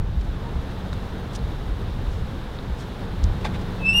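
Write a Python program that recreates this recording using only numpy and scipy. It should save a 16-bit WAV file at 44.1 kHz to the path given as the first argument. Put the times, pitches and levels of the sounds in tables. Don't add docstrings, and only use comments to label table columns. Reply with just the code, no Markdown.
import sys
import numpy as np
from scipy import signal
from scipy.fft import rfft, irfft
from scipy.io import wavfile
from scipy.ndimage import uniform_filter1d

SR = 44100
rng = np.random.default_rng(int(sys.argv[2]) if len(sys.argv) > 2 else 0)


def generate_wav(signal):
    frames = np.transpose(np.atleast_2d(signal))
    scaled = np.clip(frames, -1, 1) * 32767
    pcm = np.round(scaled).astype(np.int16)
    wavfile.write(sys.argv[1], SR, pcm)


N = 176400
T = np.arange(N) / SR

# (time [s], pitch [Hz], level [dB], overtone boost [dB])
LOW_MODE = [(3.79, 2630, -54, -33), (3.835, 2602, -30, -30), (3.847, 2600, -26, -20),
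            (3.855, 2633, -21, -7), (3.867, 2620, -16, -4.5), (3.877, 2663, -18.5, -8),
            (3.892, 2662, -11, -4), (3.908, 2662, -17, 3), (3.922, 2670, -20, -1), (3.933, 2660, -17, -7),
            (3.943, 2620, -35, -5), (3.97, 2660, -28, -22), (4.0, 2660, -41, -25)]
HIGH_MODE = [(3.916, 2740, -45.5, 4), (3.928, 2775, -33, 0), (3.941, 2815, -24, 2),
             (3.952, 2803, -12.5, -15), (3.973, 2833, -14.5, 0.5), (3.989, 2816, -10.5, -5),
             (4.0, 2880, -15, -9.5)]
# (multiple of the pitch, level in low mode [dB], level in high mode [dB])
OVERTONES = [(2, -19, -14), (3, -31, -24), (4, -46, -21.5), (5, -60, -42)]
# (centre [s], half-length [s], pitch jitter [dB re 1 Hz])
MODE_JUMP = [(3.933, 0.017, 26)]

def hinge_squeal():
    squeal = np.zeros(N)
    for mode, curve in enumerate([LOW_MODE, HIGH_MODE]):
        hz, db, bite_db = in_time(curve)
        jitter_hz = 2 * drift(80) + swells(MODE_JUMP) * drift(200)
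        phase = phase_of(hz + jitter_hz)
        tone = np.sin(phase)
        for multiple, *mode_db in OVERTONES:
            overtone_db = mode_db[mode] + bite_db + 1.2 * drift(45)
            tone += from_db(overtone_db) * np.sin(round(multiple) * phase + .12 * drift(70))
        onset = np.clip((T - curve[0][0]) / .005, 0, 1)
        squeal += tone * from_db(db) * onset
    return squeal


# (delay [s], level [dB])
REFLECTIONS = [(.0031, -24), (.0074, -32), (0.014, -31)]

def at_mailbox(direct):
    echoes = sum(from_db(db) * np.interp(T - delay, T, direct) for delay, db in REFLECTIONS)
    tail = rng.standard_normal(N) * decay(0, t60_s=.12)
    ring = signal.fftconvolve(direct, tail / np.linalg.norm(tail))[:N]
    return direct + echoes + from_db(-24) * ring


# (centre [s], half-length [s], level [dB])
SCRAPES = [(3.451, 0.0094, -30.5), (3.461, 0.023, -31), (3.547, 0.018, -39.5), (3.563, 0.0093, -40)]
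# (frequency [Hz], relative level [dB])
SCRAPE_SPECTRUM = [(250, -15), (500, 4), (800, 5), (1100, 1), (1400, -8), (2300, 4), (3000, -11),
                   (3900, -9.5), (6000, -17.5), (9500, -24.5), (15000, -45)]

def door_scrape():
    slips = grains(per_s=6500, spread_db=3.5)
    force = swells(SCRAPES)
    ring = door_ring(force * slips) / np.std(door_ring(slips))
    return force * coloured(slips, SCRAPE_SPECTRUM) + from_db(-5.5) * ring


# (frequency [Hz], bandwidth [Hz], relative level [dB])
DOOR_MODES = [(840, 50, -7), (1580, 75, 2), (2100, 89, -9.5), (2300, 63, -1), (2820, 42, -11),
              (3480, 37, 3), (3900, 76, -9)]

def door_ring(slips):
    ring = np.zeros(N)
    for k, (hz, width_hz, db) in enumerate(DOOR_MODES):
        radius = np.exp(-np.pi * width_hz / SR)
        feed = (1 - radius ** 2) / 2 * np.array([1, 0, -1])
        feedback = [1, -2 * radius * np.cos(2 * np.pi * hz / SR), radius ** 2]
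        ring += (-1) ** k * from_db(db) * signal.lfilter(feed, feedback, slips + 1e-18)
    return ring


# (time [s], relative level [dB])
SNAPS = [(3.2405, -16), (3.2418, -26)]

def handle_snaps():
    clicks = np.zeros(N)
    for start, db in SNAPS:
        clicks[int(start * SR)] = from_db(db)
    band = signal.butter(3, [3440, 7340], "band", fs=SR, output="sos")
    return from_db(11) * signal.sosfilt(band, clicks + 1e-18)


# (centre [s], half-length [s], level [dB])
RUSTLES = [(.215, .012, -53), (.25, .012, -56), (.934, 0.011, -47), (1.339, .012, -47), (1.351, .006, -46),
           (1.359, 0.013, -39), (2.14, 0.12, -58), (2.81, .05, -50), (3.236, .007, -48),
           (3.415, 0.0074, -52), (3.618, 0.016, -54.5)]
# (frequency [Hz], relative level [dB])
RUSTLE_SPECTRUM = [(1500, -30), (3000, 5), (4000, 3), (5500, 5.5), (8500, -3), (11000, -11), (16000, -28)]

def paper_and_bag():
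    return swells(RUSTLES) * coloured(grains(per_s=8900, spread_db=7.5), RUSTLE_SPECTRUM)


# (time [s], level [dB], pitch [Hz])
TICKS = [(0.93, -23, 1500), (.93, -26, 3640), (1.391, -32, 4000), (2.588, -26.5, 3870)]

def buckle_and_finger():
    ticks = np.zeros(N)
    for start, db, hz in TICKS:
        attack = np.clip((T - start) / .00038, 0, 1)
        tone = np.sin(2 * np.pi * hz * (T - start) + 1.1 * drift(300))
        ticks += from_db(db) * attack * decay(start, t60_s=.0083) * tone
    return ticks


# (time [s], relative level [dB])
WIND_LEVEL = [(0, -25.5), (.3, -27.5), (.4, -30.5), (.6, -32.5), (.75, -32.5), (.95, -31), (1.25, -32),
              (1.55, -29.5), (1.75, -28.5), (2.2, -27.5), (2.35, -32.5), (2.55, -34.5), (2.95, -36.5),
              (3.16, -28.5), (3.25, -20.5), (3.36, -28.5), (3.62, -29), (3.72, -33), (4, -27)]
# (centre [s], half-length [s], level [dB])
GUSTS = [(.01, .055, -16.5), (.105, 0.033, -24), (.19, 0.036, -18), (.29, 0.046, -24), (.58, .1, -24.5),
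         (.92, 0.093, -27.5), (1.435, 0.047, -21.5), (1.715, .07, -23), (2.1, 0.04, -18.5),
         (2.23, .03, -24.5), (2.71, .055, -20.5), (3.238, 0.036, -16.5), (3.29, .06, -24.5)]
# (frequency [Hz], relative level [dB])
WIND_SPECTRUM = [(15, -8.5), (28, 1), (45, 1), (65, -4.5), (100, -4), (135, -11), (220, -22.5), (400, -39),
                 (1500, -77)]
GUST_SPECTRUM = [(15, -14), (30, -1), (48, -6), (68, 5), (100, -13), (140, -16.5), (220, -34.5), (500, -68),
                 (1500, -90)]

def wind():
    db, = in_time(WIND_LEVEL)
    return from_db(db + 1) * eddies(WIND_SPECTRUM) + swells(GUSTS) * eddies(GUST_SPECTRUM)


# (time [s], relative level [dB])
TRAFFIC_LEVEL = [(0, -43), (.2, -43), (.45, -39.5), (.65, -40), (1.1, -39.5), (1.7, -40.5), (2.5, -40.5),
                 (3.3, -39.5), (3.6, -38), (4, -38.5)]
# (frequency [Hz], relative level [dB])
TRAFFIC_SPECTRUM = [(20, -19), (50, 0), (100, 2), (190, -0.5), (310, -6.5), (470, -6.5), (620, -12),
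                    (850, -11.5), (1250, -16), (1600, -17.5), (2200, -24), (3000, -28), (6000, -39.5),
                    (15000, -63.5)]

def traffic():
    db, = in_time(TRAFFIC_LEVEL)
    return from_db(db + 6 + .5 * drift(17)) * noise(TRAFFIC_SPECTRUM)


# (time [s], level [dB])
ENGINE_LEVEL = [(0, -40.5), (.8, -39.5), (1.15, -37), (1.6, -52), (2.6, -50), (3.1, -41.5), (3.55, -34),
                (4, -27)]

def engine_drone():
    db, = in_time(ENGINE_LEVEL)
    return from_db(db + 1.8 * drift(10)) * np.sin(phase_of(184.9 + 2.5 * drift(13)))


# (time [s], relative level [dB])
HISS_LEVEL = [(0.0, -57), (0.17, -51), (0.38, -50.5), (0.91, -48.5), (2.55, -49), (3.82, -47), (4.0, -46)]
# (frequency [Hz], relative level [dB])
HISS_SPECTRUM = [(1500, -22), (2800, -2.5), (3700, 3.5), (4500, -6), (6000, -14.5), (8000, -17.5),
                 (11000, -18.5), (16000, -21)]

def leaves_and_tyres():
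    db, = in_time(HISS_LEVEL)
    return from_db(db - 2.5 + .5 * drift(14)) * noise(HISS_SPECTRUM)


def far_squeak(centre_s=.465, half_length_s=.075, db=-40):
    return swells([(centre_s, half_length_s, db)]) * np.sin(phase_of(934 + 10 * drift(54)))


def from_db(db):
    return 10 ** (np.asarray(db) / 20)


def unit_power(x):
    return x / np.sqrt(np.mean(x ** 2) + 1e-20)


def phase_of(hz):
    return 2 * np.pi * np.cumsum(hz) / SR


def in_time(rows):
    times, *columns = np.transpose(rows)
    return [np.interp(T, times, column) for column in columns]


def swells(rows):
    return sum(from_db(db) * np.cos(np.pi / 2 * np.clip((T - centre) / half_length, -1, 1)) ** 2
               for centre, half_length, db in rows)


def decay(start, t60_s):
    return (T >= start) * from_db(-60 * np.clip((T - start) / t60_s, 0, 4))


def drift(rate_hz):
    hop, settle = 40, 2000
    pole = np.exp(-2 * np.pi * rate_hz * hop / SR)
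    white = rng.standard_normal(N // hop + settle + 2)
    slow = signal.lfilter([1], [1, -2 * pole, pole ** 2], white)[settle:]
    return np.interp(np.arange(N) / hop, np.arange(len(slow)), unit_power(slow))


def grains(per_s, spread_db):
    slips = (rng.random(N) < per_s / SR) * rng.choice([-1, 1], N)
    return slips * from_db(spread_db * np.clip(rng.standard_normal(N), -2, 2))


def coloured(x, spectrum):
    hz, db = np.transpose(spectrum)
    bin_hz = np.maximum(np.arange(N // 2 + 1) * SR / N, 1)
    gain = from_db(np.interp(np.log(bin_hz), np.log(hz), db))
    low_cut = bin_hz ** 2 / (bin_hz ** 2 + 10 ** 2)
    return unit_power(irfft(rfft(x) * gain * low_cut, N))


def noise(spectrum):
    return coloured(rng.standard_normal(N), spectrum)


def eddies(spectrum):
    turbulence = noise(spectrum)
    local_power = uniform_filter1d(turbulence ** 2, size=2600)
    return turbulence / np.sqrt(local_power + .094)


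def scene():
    hinge = at_mailbox(hinge_squeal())
    outdoors = wind() + traffic() + leaves_and_tyres() + engine_drone() + far_squeak()
    handling = paper_and_bag() + door_scrape() + buckle_and_finger() + handle_snaps()
    return (hinge + outdoors + handling)[None]


def record(dry, cutoff_hz=15800):
    return signal.sosfilt(signal.ellip(12, .1, 90, cutoff_hz, fs=SR, output="sos"), dry)


dry = scene()
out = record(dry)
generate_wav(out)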